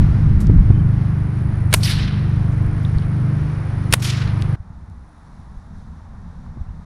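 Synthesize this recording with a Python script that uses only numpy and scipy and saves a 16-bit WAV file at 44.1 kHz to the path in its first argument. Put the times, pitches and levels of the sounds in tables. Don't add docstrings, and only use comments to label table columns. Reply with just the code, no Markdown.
import sys
import numpy as np
from scipy import signal
from scipy.fft import rfft, irfft, next_fast_len
from scipy.io import wavfile
from scipy.ndimage import uniform_filter1d, map_coordinates

SR = 44100
rng = np.random.default_rng(int(sys.argv[2]) if len(sys.argv) > 2 else 0)


def how_loud(loudness_db):
    steps = np.asarray(loudness_db, float) / 20
    return 10 ** steps


def wrap_up_sound(samples):
    columns = np.atleast_2d(samples).T
    tamed = np.clip(columns, -1, 1)
    steps = np.round(tamed * 32767).astype(np.int16)
    wavfile.write(sys.argv[1], SR, steps)


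N = 302085
TIME = np.arange(N) / SR
CUT = 4.5572
BEFORE = TIME < CUT

# (time [s], level [dB])
TRAFFIC_LEVEL = [
    [(0, -37), (.3, -40), (1.6, -40.5), (2.45, -39.5), (4.55, -38.5)],
    [(4.6, -55), (5.5, -52.5), (6.85, -52.5)],
]
# (frequency [Hz], density [dB per Hz])
TRAFFIC_COLOUR = [
    [(190, -22.5), (330, 0.5), (377, -6.5), (526, -11), (820, -11), (1360, -12.5), (1920, -16.5),
     (2450, -21.5), (2900, -35.5), (4160, -59.5), (7040, -120)],
    [(180, -6), (300, 0.5), (416, -13.5), (640, -5.5), (880, -1.5), (1070, -3.5), (1840, -12.5),
     (2400, -22.5), (3100, -31.5), (4200, -58), (6160, -120)],
]
# (frequency [Hz], density [dB per Hz])
LEAF_COLOUR = [
    [(1650, -30.5), (2800, 0.5), (5690, -6.5), (7860, -19.5), (9770, -12.5), (10800, -20.5), (12600, -35.5),
     (13300, -55.5), (15000, -56.5)],
    [(1650, -49), (2800, -8.5), (3670, 3), (4800, -2), (5710, 0), (7830, -9), (9930, -9.5), (10800, -16),
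     (13000, -26)],
]
# (time [s], level [dB])
WIND_LEVEL = [
    [(0, -13.5), (.19, -18), (.36, -14.5), (.53, -11), (.72, -18), (1.1, -25), (1.4, -24.5), (2.1, -27),
     (2.95, -26.5), (4.2, -32), (4.55, -27)],
    [(4.57, -41), (4.9, -37.5), (5.1, -44.5), (5.57, -39.5), (6.4, -38), (6.6, -37.5), (6.85, -39)],
]
# (frequency [Hz], density [dB per Hz])
WIND_COLOUR = [
    [(8, -29.5), (18, -7), (35, -4.5), (60, -3.5), (100, -8), (170, -8.5), (260, -24.5), (500, -50.5),
     (1100, -120)],
    [(8.8, -36), (15, -4.5), (90, -2), (119, -12), (162, -8), (247, -15.5), (270, -35), (500, -33),
     (650, -65), (1100, -120)],
]
# (time [s], peak [dB], pitch [Hz], direction and strength [factor])
WIND_SLAPS = [(0.306, -1.5, 80, 1), (0.4999, 2, 121, 1), (.377, 0, 60, 0.76), (0.497, -14, 300, -1.3),
              (.514, -3, 135, -1.16), (.519, -1.5, 121, 0.95), (.549, -8.5, 130, 0.76),
              (.709, -26, 475, -1), (5.575, -26, 35.2, 1), (6.574, -34, 450, -1), (.6, -4.5, 45, -1.37),
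              (.613, -6, 50, 1), (0.7052, 3, 115, 0.76), (.711, -3, 99, -0.98), (2.966, -8.5, 50, 1),
              (3.932, -8.5, 55.3, 0.85), (4.606, -20, 70, 0.98), (4.706, -26, 109.5, 1),
              (6.573, -25.5, 208, -0.91), (6.582, -21, 109.6, -0.82), (6.615, -15.5, 60, -1),
              (6.69, -23, 69.5, -1.15), (6.708, -25.5, 54.5, -1.3)]
# (time [s], near insect [dB], far insect [dB])
INSECT_LEVEL = [
    [(0, -73, -72), (.4, -69, -83), (1.1, -69.5, -73), (1.6, -63, -72.5), (2.3, -67, -80.5), (3, -64, -76),
     (3.45, -66, -81), (3.85, -64.5, -68.5)],
    [(4.7, -84.5, -94), (5.13, -78, -81), (5.9, -85.5, -87), (6.85, -87, -89.5)],
]
# (rate [per s], start [share of cycle], length [share of cycle], top [Hz], rise [Hz], fall [Hz])
WING_STROKES = [
    (59.6, 0.5, .64, 9700, 750, 2000),
    (71, 0.61, 0.51, 10230, 560, 600),
]
# (time [s], level [dB], brightness [dB per order], unevenness of the two cylinders [dB])
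ENGINE_LOAD = [(0, -23, 0.6, -4.5), (.4, -21.5, -0.5, -2.5), (.78, -22, 0, 3.5), (1.1, -22, -0.55, -0.9),
               (1.7, -23.5, -.5, 1), (2.1, -24, 0.9, -3.5), (2.4, -22.5, -.5, 0), (2.9, -23.5, 0, -0.5),
               (3.25, -25, 2.5, 1), (3.6, -29, 0.5, -3.5), (3.9, -25.5, 0.9, 0.8), (4.18, -28, 1.7, 0),
               (4.4, -26.5, 0, 1), (4.55, -28.5, 3, 2)]
# (order, level against the load [dB])
FIRING_ORDERS = [(3, -4), (4, 1.8), (5, 1), (6, -2),
                 (1, -32), (2, -27.5), (7, -11.5), (8, -12.5), (9, -20.5), (10, -22), (11, -27.5), (12, -19),
               (13, -33.5), (14, -39.5), (15, -32.5), (16, -36.5), (18, -34)]
# (time [s], peak
# [dB], centre [Hz], width [Hz])
SHORT_TICKS = [(0.47, -25.5, 5100, 3520), (2.85, -27.5, 3580, 501.2), (2.9851, -29, 4200, 1000),
               (2.9845, -38, 7400, 5000), (3.487, -45, 12000, 3200), (4.277, -25.5, 4200, 1510),
               (4.415, -33, 9000, 4000), (4.4227, -15, 3430, 3060), (4.422, -23.5, 7900, 4970),
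               (5.09, -57.5, 9000, 1000), (6.463, -37, 1100, 510), (4.9, -42, 6000, 9000)]
# (time [s], level [dB], centre [Hz], width [Hz], t60
# [s])
RUSTLES = [
    (.402, -37.5, 6750, 6950, 0.11),
    (2.516, -55, 5910, 5930, .15),
    (2.622, -59, 10000, 4030, 0.089),
    (2.662, -54, 10100, 4000, 0.056),
    (2.83, -59, 10040, 4000, .1),
    (3.02, -44, 3000, 1500, 0.094),
    (4.001, -41, 6540, 5000, 0.036),
    (1.748, -33, 9500, 5030, .2),
]
# (time [s], length [s], from [Hz], to [Hz], level [dB])
BIRD_NOTES = [
    (0.606, 0.068, 3300, 3240, -60.5),
    (0.724, .06, 3100, 3050, -54),
    (.79, 0.022, 3170, 3030, -50),
    (6.655, 0.06, 2150, 3300, -68),
    (0.56, .04, 3600, 4300, -60.5),
]
# (crack [s], echo [dB], gain dip [dB], second row [dB], damping [factor])
ECHO_PER_CRACK = [
    (1.737, -23, -1, -7.1, 1.2),
    (3.928, -26.5, 3.5, -5, 1.2),
]
# (delay after crack [s], depth [s], level [dB], rise [s], t60 [s])
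TREE_ROWS = [
    (0.066, 0.015, -19, 0.0017, 0.12),
    (0.0948, 0.085, -2.5, 0.001, 0.17),
    (0.203, 0.097, -8.5, 0.0068, .04),
    (0.091, 0.15, -12.5, .003, 0.93),
]
# (delay after crack [s], extra level [dB])
TRUNK_FLASHES = [
    (0.098, 1.5),
    (.123, 2),
    (0.176, 2),
    (.228, -2),
    (.292, 1),
    (.345, 4.5),
]
# (frequency [Hz], density [dB per Hz])
ECHO_COLOUR = [
    [(400, -43), (800, -19.5), (1500, -5), (2300, -3.5), (4000, 0.5), (5600, -4.5), (6900, -17),
     (10000, -9.5), (13800, -27), (15500, -51)],
    [(300, -43), (600, -14), (1200, -5), (2300, -2), (4000, -1.5), (5700, -3.5), (7500, -10.5),
     (10400, -13), (14000, -26), (15500, -47)],
]
# (frequency [Hz], loss [dB per s])
TRAVEL_LOSS = [(1000, -49), (2000, -36), (4000, -9), (5500, 10), (7000, 32.5), (10000, 67), (14000, 82.5)]
# (snap [s], loop turn from snap [s], its level [dB], flick back from snap [s], its level [dB])
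WHIP_CRACKS = [
    (1.7388, -.0109, -7.5, .0055, -5),
    (3.9357, -.0105, -3.5, 0.003, 0),
]
# (time from snap [s], level [dB], rise [s], t60 [s], treble [share 0-1])
LASH_BURSTS = [
    (-.035, -37.5, .025, .4, .3),
    (-.003, -10.5, .002, .03, .15),
    (0, 0.5, .0004, .008, .3),
    (.002, 0.2, .0004, .011, .15),
    (.0081, -32.5, .002, .085, .65),
]
# (frequency [Hz], density [dB per Hz])
DULL_COLOUR = [(100, -22), (300, -9.5), (900, -2), (2000, -2), (4000, -2.5), (6000, -11), (9000, -18),
               (16000, -59.5)]
# (frequency [Hz], density [dB per Hz])
BRIGHT_COLOUR = [(3530, -42.5), (6000, -5), (7620, -0.5), (9530, 4.5), (12000, -4.5), (13200, -12),
                 (14400, -13), (15600, -13.5)]
# (time [s], ring [dB], ring [Hz], push [dB])
SHOCK_FRONTS = [
    (1.7398, -1, 9350, -1.5),
    (1.74, -3.5, 11550, -8),
    (1.7418, -4.5, 10300, 2),
    (1.7447, -15.5, 9000, -1),
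    (3.9261, -7.5, 9500, -2),
    (3.9357, -3, 9640, -8.5),
    (3.9364, -5.5, 12000, -13),
    (3.938, -7.5, 10300, -2),
]


def unit(x):
    return x / np.sqrt(np.mean(x ** 2) + 1e-20)


def along(points, hz):
    f, v = np.transpose(points)
    return np.interp(np.log(hz + 1), np.log(f + 1), v)


def curves(*tables):
    s, *columns = np.transpose(np.concatenate(tables))
    return [np.interp(TIME, s, column) for column in columns]


def across_cut(*tables):
    return np.where(BEFORE, curves(*tables[:-1]), curves(tables[-1]))


def wobble(rate):
    coarse = TIME[::16]
    knots = rng.standard_normal(int(N * rate / SR) + 4)
    return np.interp(TIME, coarse, map_coordinates(knots, [coarse * rate]))


def noise(gain, size=N):
    m = next_fast_len(size)
    spectrum = rfft(rng.standard_normal(m)) * gain(np.fft.rfftfreq(m, 1 / SR))
    return unit(irfft(spectrum, m)[:size])


def coloured(spectrum, size=N):
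    return noise(lambda hz: how_loud(along(spectrum, hz)), size)


def add(track, s, sound):
    part = track[round(s * SR):][:len(sound)]
    part += sound[:len(part)]


def traffic_and_leaves():
    road_db, = across_cut(*TRAFFIC_LEVEL)
    usual_db = np.where(BEFORE, road_db[BEFORE].mean(), road_db[~BEFORE].mean())
    leaf_db = usual_db + 1.8 * (road_db - usual_db) + np.where(BEFORE, -15, -14)
    road = np.where(BEFORE, coloured(TRAFFIC_COLOUR[0]), coloured(TRAFFIC_COLOUR[1]))
    leaves = np.where(BEFORE, coloured(LEAF_COLOUR[0]), coloured(LEAF_COLOUR[1]))
    road = how_loud(road_db + 1.0 + 0.39 * wobble(3.4)) * road
    return road + how_loud(leaf_db - 1.5 + 1.1 * wobble(13)) * leaves


def wind():
    gusts = np.where(BEFORE, coloured(WIND_COLOUR[0]), coloured(WIND_COLOUR[1]))
    lumps_db = 1.4 * wobble(13) + 1.2 * wobble(5)
    out = how_loud(across_cut(*WIND_LEVEL)[0] + 1.78 + lumps_db) * gusts
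    t = np.arange(-SR // 25, SR // 25) / SR
    for s, db, hz, direction in WIND_SLAPS:
        slap = np.cos(2 * np.pi * hz * t) * np.exp(-(2.6 * hz * t) ** 2)
        add(out, s + t[0], direction * how_loud(db) * slap)
    return out


def insects():
    out = 0
    for db, (rate, start, length, top_hz, rise_hz, fall_hz) in zip(across_cut(*INSECT_LEVEL), WING_STROKES):
        cycle = (rate * TIME + start + 0.017 * wobble(5)) % 1
        u = np.minimum(cycle / length, 1)
        rising = rise_hz * (1 - u / .45) ** 2
        falling = fall_hz * ((u - .45) / .55) ** 2
        hz = top_hz - np.where(u < .45, rising, falling) + 40 * wobble(300)
        stroke = np.sin(np.pi * u) ** .7 * (1.2 - .7 * u) * how_loud(1.2 * wobble(120))
        out = out + how_loud(db + 1.0) * unit(stroke * np.sin(2 * np.pi * np.cumsum(hz) / SR))
    return out


def engine():
    idle_hz, surplus_hz, settle_s = 24.93, .6, 1.25
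    level_db, bright_db, odd_db = curves(ENGINE_LOAD)
    rate_hz = idle_hz + surplus_hz * np.exp(-TIME / settle_s)
    turn = 2 * np.pi * (np.cumsum(rate_hz) / SR + 0.037)
    out = np.zeros(N)
    for k, order_db in FIRING_ORDERS:
        db = level_db + order_db + bright_db * min(k - 4, 2)
        db = db + k % 2 * odd_db
        db = db + 1.6 * wobble(4.1) + 0.88 * wobble(14)
        lag = .35 * (k - 4) ** 2 + 0.088 * k * wobble(6)
        out += np.sqrt(2) * how_loud(db) * np.cos(k * turn + lag)
    return BEFORE * out


def small_sounds():
    out, t = np.zeros(N), np.arange(SR // 5) / SR
    for s, db, hz, width_hz in SHORT_TICKS:
        swell = (4.2 * width_hz * t) ** 2 * np.exp(-4.5 * width_hz * t)
        add(out, s, how_loud(db + 6) * swell * np.sin(2 * np.pi * hz * t))
    for s, db, hz, width_hz, t60 in RUSTLES:
        band = noise(lambda f: np.exp(-((f - hz) / width_hz * 0.9) ** 2) * (f > 1800) * (f < 13500), len(t))
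        add(out, s, how_loud(db - 60 * t / t60) * (1 - np.exp(-t / 0.002)) * band)
    for s, length, from_hz, to_hz, db in BIRD_NOTES:
        u = np.minimum(t / length, 1)
        glide_hz = from_hz + (to_hz - from_hz) * u
        add(out, s, how_loud(db) * np.sin(np.pi * u) * np.sin(2 * np.pi * np.cumsum(glide_hz) / SR))
    return signal.sosfilt(signal.butter(8, 13300, fs=SR, output="sos"), out)


def ducking():
    total_db = np.zeros(N)
    for s, _, dip_db, *_ in ECHO_PER_CRACK:
        t = np.maximum(TIME - s, 0)
        total_db += dip_db * (1 - np.exp(-t / 0.011)) * np.exp(-t / .15)
    return how_loud(-total_db)


def trees():
    patchy_db, top_hz, flash_s = 2, 14630, 0.0057
    out = np.zeros(N)
    for (s, db, _, second_db, damp), colour in zip(ECHO_PER_CRACK, ECHO_COLOUR):
        hz, t, z = signal.stft(coloured(colour, int(.75 * SR)), SR, nperseg=256)
        clumps = uniform_filter1d(rng.standard_normal(z.shape), size=7, axis=0)
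        clumps = unit(uniform_filter1d(clumps, size=5, axis=1))
        travel_s = np.clip(t - .15, -.06, 0.099 + .3 * t)
        loss_db = damp * along(TRAVEL_LOSS, hz)[:, None] * travel_s
        z = z * how_loud(patchy_db * clumps - loss_db) * (hz < top_hz)[:, None]
        dull = signal.istft(z, SR, nperseg=256)[1]
        t = np.arange(len(dull)) / SR
        rows = []
        for delay, depth, row_db, rise, t60 in TREE_ROWS:
            decay_db = 60 * np.maximum(t - delay - depth, 0) / t60
            rows.append(how_loud(row_db - decay_db) / (1 + np.exp((delay - t) / rise)))
        rows[2] *= how_loud(second_db)
        flash_db = sum(trunk_db * np.exp(-((t - delay) / flash_s) ** 2) for delay, trunk_db in TRUNK_FLASHES)
        level = how_loud(db + flash_db + 1.3 * wobble(130)[:len(t)])
        add(out, s, level * np.linalg.norm(rows, axis=0) * dull)
    return BEFORE * out


def whip():
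    out, t = np.zeros(N), np.arange(SR // 8) / SR
    for snap, turn_s, turn_db, flick_s, flick_db in WHIP_CRACKS:
        loop_turn = (turn_s, turn_db, .0011, 0.02, .1)
        flick_back = (flick_s, flick_db, .0006, 0.014, .12)
        for s, db, rise, t60, treble in LASH_BURSTS + [loop_turn, flick_back]:
            dull = np.sqrt(1 - treble) * coloured(DULL_COLOUR, len(t))
            bright = np.sqrt(treble) * coloured(BRIGHT_COLOUR, len(t))
            add(out, snap + s, how_loud(db - 60 * t / t60) * (1 - np.exp(-t / rise)) * (dull + bright))
    return out


def shocks():
    out, t = np.zeros(N), np.arange(SR // 100) / SR
    for s, ring_db, ring_hz, push_db in SHOCK_FRONTS:
        push = (1 - t / 0.00048) * np.exp(-t / .00018)
        ring = np.sin(2 * np.pi * ring_hz * t) * np.sin(np.pi * np.minimum(t / .0008, 1))
        add(out, s, how_loud(push_db) * push + how_loud(ring_db) * ring)
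    return out


def scene():
    around = traffic_and_leaves() + wind() + insects() + engine() + small_sounds()
    ending = np.where(BEFORE, np.clip((CUT - TIME) / .006 + .2, 0, 1), 1)
    return (ending * ducking() * around + trees() + whip() + shocks())[None]


def low_pass(x):
    return signal.sosfilt(signal.butter(12, 15710, fs=SR, output="sos"), x)


def record(dry):
    fade = np.minimum((TIME[-1] - TIME) / .004, 1)
    return low_pass(np.clip(dry, -1, 1) * fade)


dry = scene()
out = record(dry)
wrap_up_sound(out)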